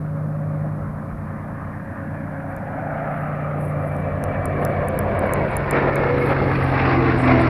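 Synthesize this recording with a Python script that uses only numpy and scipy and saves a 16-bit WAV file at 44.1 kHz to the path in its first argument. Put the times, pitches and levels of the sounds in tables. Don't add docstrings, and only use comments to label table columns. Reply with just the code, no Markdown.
import sys
import numpy as np
from scipy import signal
from scipy.fft import rfft, irfft, next_fast_len
from scipy.io import wavfile
from scipy.ndimage import uniform_filter1d

SR = 44100
rng = np.random.default_rng(int(sys.argv[2]) if len(sys.argv) > 2 else 0)


def to_wav(s):
    ch = np.atleast_2d(s).T
    pcm = np.round(np.clip(ch, -1, 1) * 32767)
    wavfile.write(sys.argv[1], SR, pcm.astype(np.int16))


N = 330309
TIME = np.arange(N) / SR
FRAME_S = np.arange(N // 256 + 2) * 256 / SR
BIN_HZ = np.fft.rfftfreq(1024, 1 / SR)
EDGE_HZ = 14700

OVERHEAD_S, HEIGHT_S, MACH = 7.517, 2.861, .2378
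FIRING_HZ, WHINE_HZ, LOW_WHINE_HZ = 124.56, 1964, 1588
SECOND_RATIO, THIRD_RATIO, FOURTH_RATIO, FIFTH_RATIO = .673, .617, 1.462, .75
LEAD_DB = -2

# t/s, first reinforced f/Hz, nearness/1 (0 far, about 1 overhead)
PATH = [(0, 1250, 0), (1, 1150, .02), (2, 870, .1), (3, 715, .25), (4, 625, .45), (5, 535, .7),
        (6, 445, .9), (7, 375, .99), (7.49, 340, 1.02)]
# t/s, level/dB
LEAD_LEVEL = [(0.06, -23.5), (0.63, -23), (1.06, -32), (1.83, -35), (1.94, -48), (2.04, -32.5), (2.48, -32),
              (2.59, -37), (2.84, -30), (3.73, -23.5), (4.51, -29.5), (4.57, -25), (5.05, -30), (5.27, -42),
              (5.33, -27.5), (5.8, -27.5), (5.96, -25), (6.11, -24), (6.9, -19.5), (7.06, -20.5),
              (7.17, -21), (7.33, -17.5), (7.46, -20.5)]
# t/s, level/dB
SECOND_LEVEL = [(0, -38.5), (.6, -35), (1.8, -42), (3.2, -45.5), (4.3, -35), (5.6, -38), (6.5, -31),
                (7.05, -29.5), (7.49, -29.5)]
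THIRD_LEVEL = [(0, -42), (2.3, -35), (3.15, -42.5), (3.95, -29.5), (5.25, -33), (5.9, -44.5), (7.49, -44.5)]
FOURTH_LEVEL = [(0, -47), (1.4, -44.5), (2, -49), (2.7, -46), (4.2, -45), (5.3, -38), (6.1, -42),
                (6.7, -54.5), (7.49, -56)]
FIFTH_LEVEL = [(0, -63), (4.1, -53), (4.7, -41.5), (5.3, -38.5), (5.8, -48.5), (7.49, -43.5)]
# multiple of shaft rate/1, far level/dB, overhead level/dB
LEAD_ORDERS = [(1, -55, -50), (2, -54, -40), (3, -56.5, -42), (4, -44, -38.5), (6, -45, -41.5),
               (7, -45, -36), (10, -56.5, -45.5), (11, -58.5, -35.5), (12, -59.5, -46), (15, -54, -48),
               (16, -57, -49.5)]
# multiple/1, far level/dB, overhead level/dB
SECOND_ORDERS = [(1, 0.5, 0.5), (2, -6, -8), (3, -14.5, 6.5), (4, -24, -0.5)]
THIRD_ORDERS = [(1, -1.5, 2.5), (2, -10, -3.5), (3, -10.5, -22)]
FOURTH_ORDERS = [(1, 0, 0), (2, -9.5, -2), (3, -8.5, 0)]
FIFTH_ORDERS = [(1, -3.5, -2.5), (2, -2, -1), (4, -5.5, -4.5)]
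# middle t/s, length/s, multiple of shaft rate/1, level/dB
FLARES = [(.3, .8, 9, -45), (2.8, 1.5, 9, -42), (4.35, .65, 9, -41), (6.35, .75, 9, -37),
          (7.0, .5, 9, -33.5), (5.87, .33, 10, -32), (6.22, .2, 10, -34), (5.88, .45, 12, -32),
          (7.01, .35, 12, -28.5), (7.39, .2, 12, -35), (4.618, .35, 13, -40), (6.1, .8, 13, -37.5),
          (7.02, .29, 13, -25.5), (7.39, .22, 13, -24), (6.2, 1.1, 15, -38), (7.39, .18, 15, -34),
          (5, 1.0, 7, -38), (5.173, 0.13, 3, -28)]
# lower f/Hz, upper f/Hz
ROAR_BANDS = [(230, 480), (480, 1000), (1000, 2000), (2000, 5000)]
# far level/dB, overhead level/dB, lateness/1 (1 even, more blooms late)
ROAR_GROWTH = [(-42, -21.5, 2.17), (-39, -25.5, 1.07), (-48.5, -27.5, 0.85), (-63.5, -32.5, 1.21)]
# f/Hz, density level/dB
FAR_COLOUR = [(20, -21.5), (60, -12), (100, -12.5), (150, 6.5), (205, 3.5), (290, 6), (390, -5), (560, -1),
              (900, -14.5), (1750, -16.5), (2400, -26.5), (3000, -38.5), (4500, -63.5), (7000, -108)]
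NEAR_COLOUR = [(20, -25), (60, -10.5), (100, 0), (190, 5.5), (300, 6), (700, -5), (1100, -6.5), (2200, -7),
               (2600, -10.5), (3100, -22.5), (4300, -24.5), (5500, -32), (7000, -73), (12000, -101)]
# middle t/s, length/s, lift level/dB, centre f/Hz, width/octaves
SURGES = [(0.497, 0.48, 6.5, 590, 0.4), (1.1, 3.6, 4.5, 1500, 0.61), (1.4, 0.96, -2, 320, 0.37),
          (1.8, 1.1, -2, 697, 0.65), (2.5, 0.27, 3, 706, 0.18), (2.945, 0.65, 8.5, 732, 0.29),
          (3.155, 0.67, 4.5, 2410, 1.6), (3.346, 0.78, 5, 1235, 0.091), (4.35, 2.27, 5.5, 652, 0.57),
          (4.65, 0.22, 3, 992, 5.6), (5.28, 0.4, 1.5, 800, 2.7), (5.1, 1.7, 6, 710, 0.12),
          (6.1, 0.92, 5, 602, 0.23), (5.762, 0.089, 6, 1000, 4.4), (5.853, 0.1, 3.5, 800, 3.5),
          (5.905, 0.36, 2, 400, 3.3), (6.314, 0.045, 4.5, 1500, 3), (6.794, 0.12, 2, 1500, 1.7),
          (6.9, 0.12, 5, 1710, 2.5), (7.096, 0.087, 4, 1520, 1.9), (7.19, 0.096, 0.5, 447, 1.2),
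          (7.303, 0.064, 5.5, 1700, 5.5), (7.312, .05, 9, 2100, .07), (7.392, 0.13, 3.5, 653, 2.6)]
# middle t/s, length/s, level/dB, multiple of shaft rate/1
HOWLS = [(0.506, 0.79, -40.5, 18.5), (2.98, 0.41, -38, 22.3), (3.3, 3.8, -42.5, 18.2),
         (4.246, 0.26, -39, 20), (4.914, 0.12, -26.5, 18), (5.204, .3, -42, 23), (6.147, 0.26, -24, 17.8),
         (6.53, 0.44, -34.5, 17.8), (6.876, 0.33, -35, 30.4), (7.064, 0.17, -29, 17.7),
         (7.335, .24, -27, 26.4)]
# middle t/s, length/s, level/dB
GUSTS = [(.87, 0.2, -39), (1.15, 0.089, -38)]
# f/Hz, density level/dB
HISS = [(100, 0), (4000, 1), (7500, -4.5), (9000, 1), (10500, 4.5), (12000, -1), (14500, -9)]
# rise t/s, length/s, level/dB, centre f/Hz
FIZZES = [(2.479, 0.051, -66, 10500), (3.08, 0.24, -68, 11000), (3.592, 0.13, -57, 10300),
          (3.768, 0.25, -62, 10500), (4.596, 0.11, -61, 10500), (5.255, 0.032, -58, 11200),
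          (5.49, 0.049, -61, 9500), (6.181, 0.15, -57, 10600), (6.44, 0.33, -63.5, 10200),
          (7.173, 0.091, -54, 8800), (7.399, 0.028, -54.5, 9300)]
# t/s, peak level/dB, relative lower treble level/dB, relative top treble level/dB
TICKS = [(2.5651, -30, -22, -6), (3.9656, -34, -12, -5), (4.2395, -15.5, -9, -9), (4.4566, -16, -22, -15),
         (4.6505, -13, -5, -4), (4.8855, -15.5, -27, -6), (4.9904, -10, -19, -6), (5.193, -19, -32, -14),
         (5.3366, -10, -13, -10), (5.568, -12, -21, -8), (5.7104, -16, -12, -9), (5.9574, -20.5, -14, -12)]
# t/s, level/dB
WHINE_LEVEL = [(0, -80), (3.4, -60), (4.2, -52), (4.55, -44), (4.8, -47), (5.15, -48), (5.4, -42),
               (5.6, -45), (6.05, -37.5), (6.2, -41), (6.33, -35.5), (6.5, -46), (6.85, -38), (7.49, -44)]
LOW_WHINE_LEVEL = [(0, -80), (5.4, -52), (5.8, -36.5), (6.0, -37.5), (6.4, -46), (7.49, -52)]


def amp(db):
    return 10 ** (np.asarray(db) / 20)


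def unit(x):
    return x / np.sqrt(np.mean(x ** 2) + 1e-20)


def curves(rows, t=TIME):
    s, *columns = np.transpose(rows)
    return [np.interp(t, s, c) for c in columns]


def read(points, hz):
    f, value = np.transpose(points)
    return np.interp(np.log(hz + 1), np.log(f + 1), value)


def wander(rate_hz):
    f = np.fft.rfftfreq(2048, 1 / 200)
    lowpass = np.exp(-(f / rate_hz) ** 2)
    slow = unit(irfft(rfft(rng.standard_normal(2048)) * lowpass))
    return np.interp(TIME, np.arange(2048) / 200, slow)


def coloured(points):
    size = next_fast_len(N, True)
    gain = amp(read(points, np.fft.rfftfreq(size, 1 / SR)))
    return unit(irfft(rfft(rng.standard_normal(size)) * gain, size)[:N])


def narrow_noise(turns, width_hz):
    envelope = wander(width_hz) + 1j * wander(width_hz)
    return (envelope * np.exp(2j * np.pi * turns)).real


def frames(x):
    z = signal.stft(x, nperseg=1024, noverlap=768)[2].T[:len(FRAME_S)]
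    return z / np.sqrt(np.mean(abs(z) ** 2))


def swell(middle_s, length_s, t=TIME):
    return np.exp(-abs(2 * (t - middle_s) / length_s) ** 4)


def doppler(overhead_s):
    ahead = overhead_s - TIME
    return 1 + MACH * ahead / np.hypot(ahead, HEIGHT_S)


def closeness(t):
    distance = np.hypot(OVERHEAD_S - t, HEIGHT_S) / HEIGHT_S
    return np.clip(1 - np.log(distance) / np.log(distance[0]), 0, 1)


def drone(turns, orders, fade_db, waver, echo=0, bloom=3):
    peak_hz, near = curves(PATH)
    echo_turns = np.gradient(turns) * SR / peak_hz
    abeam = np.minimum(near, 1) ** bloom
    out = np.zeros(N)
    for k, far_db, near_db in orders:
        level = amp(far_db + (near_db - far_db) * abeam + fade_db * wander(5.3))
        phase = 2 * np.pi * (k * turns + rng.random()) + waver * np.sqrt(k) * wander(4.3)
        echo_phase = phase - 2 * np.pi * k * echo_turns
        out += level * np.sqrt(2) * (np.cos(phase) + echo * np.cos(echo_phase))
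    return out


def drones(shaft):
    firing = 5 * shaft
    lead = drone(firing, [(1, 0, 0)], fade_db=.4, waver=.03)
    second = drone(SECOND_RATIO * firing, SECOND_ORDERS, fade_db=2, waver=.22, bloom=12)
    third = drone(THIRD_RATIO * firing, THIRD_ORDERS, fade_db=1.4, waver=.32)
    fourth = drone(FOURTH_RATIO * firing, FOURTH_ORDERS, fade_db=2, waver=.35)
    fifth = drone(FIFTH_RATIO * firing, FIFTH_ORDERS, fade_db=2, waver=.3)
    out = amp(LEAD_DB + curves(LEAD_LEVEL)[0]) * lead
    out += amp(curves(SECOND_LEVEL)[0]) * second
    out += amp(curves(THIRD_LEVEL)[0]) * third
    out += amp(curves(FOURTH_LEVEL)[0]) * fourth
    out += amp(curves(FIFTH_LEVEL)[0]) * fifth
    return out + drone(shaft, LEAD_ORDERS, fade_db=1, waver=.07, echo=.62)


def exhaust(turns, jitter_turns, count):
    step = np.exp(2j * np.pi * (turns + jitter_turns * wander(4.4)))
    wave = np.zeros(N, complex)
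    for phase in rng.random(count):
        wave = (wave + np.exp(2j * np.pi * phase)) * step
    z = frames(wave.real)
    return z / np.sqrt(np.mean(abs(z[:, BIN_HZ < 2000]) ** 2))


def surges():
    octaves = np.log2(BIN_HZ + 1)
    lift_db = 0
    for s, length, db, hz, width in SURGES:
        region = np.exp(-((octaves - np.log2(hz)) / width) ** 2)
        lift_db = lift_db + db * np.outer(swell(s, length, FRAME_S), region)
    return lift_db


def roar_field(wall_hz=575, patch_db=1.38, flutter_db=1.3):
    peak_hz, near = (c[:, None] for c in curves(PATH, FRAME_S))
    colour_db = (1 - near) * read(FAR_COLOUR, BIN_HZ) + near * read(NEAR_COLOUR, BIN_HZ)
    ground = .48 * np.exp(-(BIN_HZ / 1700) ** 2)
    wall = .13 * np.exp(-(BIN_HZ / 2800) ** 2)
    ground_comb = 1 + ground * np.exp(2j * np.pi * BIN_HZ / peak_hz)
    wall_comb = 1 + wall * np.exp(2j * np.pi * BIN_HZ / wall_hz)
    colour = amp(colour_db) * abs(ground_comb * wall_comb)

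    lifts_db = []
    for (lo, hi), (far_db, near_db, late) in zip(ROAR_BANDS, ROAR_GROWTH):
        target_db = far_db + (near_db - far_db) * closeness(FRAME_S) ** late
        power = (colour[:, (BIN_HZ > lo) & (BIN_HZ < hi)] ** 2).sum(1)
        lifts_db.append(target_db - 10 * np.log10(power))
    centres = np.sqrt(np.prod(ROAR_BANDS, 1))
    blend = np.array([read(list(zip(centres, row)), BIN_HZ) for row in np.eye(len(centres))])

    patches = uniform_filter1d(rng.standard_normal(colour.shape), size=9, axis=0)
    patches = unit(uniform_filter1d(patches, size=10, axis=1))
    flutter = np.interp(FRAME_S, TIME, wander(50))[:, None] * np.minimum(BIN_HZ / 2500, 1)
    yield_db = -4.5 * near ** 4 * read([(190, 0), (240, 1), (380, 1), (520, 0)], BIN_HZ)
    gain_db = np.transpose(lifts_db) @ blend + surges()
    return colour * amp(gain_db + patch_db * patches + flutter_db * flutter + yield_db)


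def roar(shaft, throb=0.2, chop=0.13, lope=0.047):
    firing = 5 * shaft
    crisp = curves(PATH)[1]
    throbbing = throb * np.cos(4 * np.pi * shaft + .5 * wander(4.1))
    chopping = chop * np.cos(2 * np.pi * firing)
    puffs = 1 + crisp * (throbbing + chopping)
    gas = frames(puffs * rng.standard_normal(N))
    lead = exhaust(shaft, jitter_turns=.006, count=100)
    second = exhaust(SECOND_RATIO * firing, jitter_turns=.02, count=30)
    third = exhaust(THIRD_RATIO * firing / 2, jitter_turns=.012, count=60)
    orders = .7 * lead + .52 * second + .65 * third

    tonal = read([(20, 0), (230, 0), (330, .65), (700, .72), (1500, .5), (2400, 0)], BIN_HZ)
    tonal = tonal * np.interp(curves(PATH, FRAME_S)[1], [0, .5], [.65, 1])[:, None]
    z = np.sqrt(1 - tonal) * gas + np.sqrt(tonal) * orders
    tone_db = read([(30, -5), (150, -1.5), (300, -.45), (480, -3.5), (1000, -.5), (3000, -3.5)], BIN_HZ)
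    spectra = z * roar_field() * amp(tone_db) * np.sqrt(3 / 4)
    uneven = 1 + lope * np.cos(2 * np.pi * shaft)
    return uneven * signal.istft(spectra.T, nperseg=1024, noverlap=768)[1][:N]


def howl(shaft, steady_db=-50, steady_order=18.2, fade_db=2.0, waver_rad=.6):
    out = amp(steady_db) * narrow_noise(steady_order * shaft, width_hz=11)
    for s, length, db, multiple in HOWLS:
        level = amp(db + fade_db * wander(16)) * swell(s, length)
        phase = 2 * np.pi * multiple * shaft + waver_rad * wander(14)
        out += level * np.sqrt(2) * np.cos(phase)
    return out


def rumble(far_db=-46, near_db=-34.0, arrive_s=4.0, rise_s=0.16):
    arrived = 1 / (1 + np.exp((arrive_s - TIME) / rise_s))
    level = amp(far_db + (near_db - far_db) * arrived)
    level += sum(amp(db) * swell(s, length) for s, length, db in GUSTS)
    return level * coloured([(12, -19), (22, -12.5), (30, -6.5), (45, -.5), (70, .5),
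                             (110, -2.5), (250, -29.5), (1000, -84)])


def electronics(hiss_db=-66, whistle_db=-77, whistle_hz=13027):
    whistle = np.sqrt(2) * np.sin(2 * np.pi * whistle_hz * TIME)
    return amp(hiss_db) * coloured(HISS) + amp(whistle_db) * whistle


def flares(shaft, waver_rad=.3):
    out = np.zeros(N)
    for order in sorted({round(row[2]) for row in FLARES}):
        level = sum(amp(db) * swell(s, length) for s, length, k, db in FLARES if round(k) == order)
        phase = 2 * np.pi * (order * shaft + rng.random()) + waver_rad * wander(3)
        out += level * np.sqrt(2) * np.cos(phase)
    return out


def fizz(grain_db=3, grains_per_s=1500, width_octaves=0.31, smooth=.6, gain_db=-1):
    out, size = np.zeros(N), 2 ** 15
    t, octaves = np.arange(size) / SR, np.log2(np.fft.rfftfreq(size, 1 / SR) + 1)
    for s, length, db, hz in FIZZES:
        grains = rng.standard_normal(size) * (rng.random(size) < grains_per_s / SR)
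        crackle = unit(grains) + smooth * rng.standard_normal(size)
        band = np.exp(-((octaves - np.log2(hz)) / width_octaves) ** 2)
        grit = unit(irfft(rfft(crackle) * band))
        part = out[round((s - length / 2) * SR):][:size]
        part += (amp(db) * swell(length, length, t) * grit)[:len(part)]
    return amp(gain_db) * out * amp(grain_db * wander(60))


def ticks(decay_s=0.0006):
    out, t = np.zeros((2, N)), np.arange(512) / SR
    hz = np.fft.rfftfreq(len(t), 1 / SR)
    lead_in = len(t) // 4
    for s, peak_db, body_db, top_db in TICKS:
        shared, own = rng.standard_normal((2, len(t))) * np.exp(-t / decay_s)
        colour = amp(read([(1500, 1), (3500, body_db - 10), (5500, body_db), (9000, -3), (11000, 2),
                           (12300, top_db), (15000, top_db)], hz))
        pair = [shared + .33 * own, .7 * shared - .33 * own]
        tick = irfft(rfft(np.roll(pair, lead_in, axis=1)) * colour)
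        part = out[:, round(s * SR) - lead_in:][:, :len(t)]
        part += amp(peak_db) * tick / abs(tick.mean(0)).max()
    return out


def whine(pitch_hz, level, fade_db=3.5, blurred=.8, width_hz=45):
    jitter_hz = 22 * closeness(TIME) * wander(35)
    turns = np.cumsum(pitch_hz * doppler(OVERHEAD_S) + jitter_hz) / SR
    thin = np.sqrt(2) * np.sin(2 * np.pi * turns)
    blur = np.clip(blurred * curves(PATH)[1] ** 2, 0, 1)
    tone = np.sqrt(1 - blur) * thin + np.sqrt(blur) * narrow_noise(turns, width_hz)
    return amp(curves(level)[0] + fade_db * wander(14)) * tone


def scene():
    shaft = np.cumsum(FIRING_HZ * doppler(OVERHEAD_S)) / SR / 5
    whines = whine(WHINE_HZ, WHINE_LEVEL) + whine(LOW_WHINE_HZ, LOW_WHINE_LEVEL)
    planes = drones(shaft) + flares(shaft) + roar(shaft) + howl(shaft) + whines
    return planes + rumble() + electronics() + fizz() + ticks()


def record(dry):
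    ends = signal.windows.tukey(N, .001)
    lowpass = signal.firwin(511, EDGE_HZ, window=("kaiser", 9), fs=SR)
    return signal.oaconvolve(dry * ends, lowpass[None], "same", axes=1)


dry = scene()
out = record(dry)
to_wav(out)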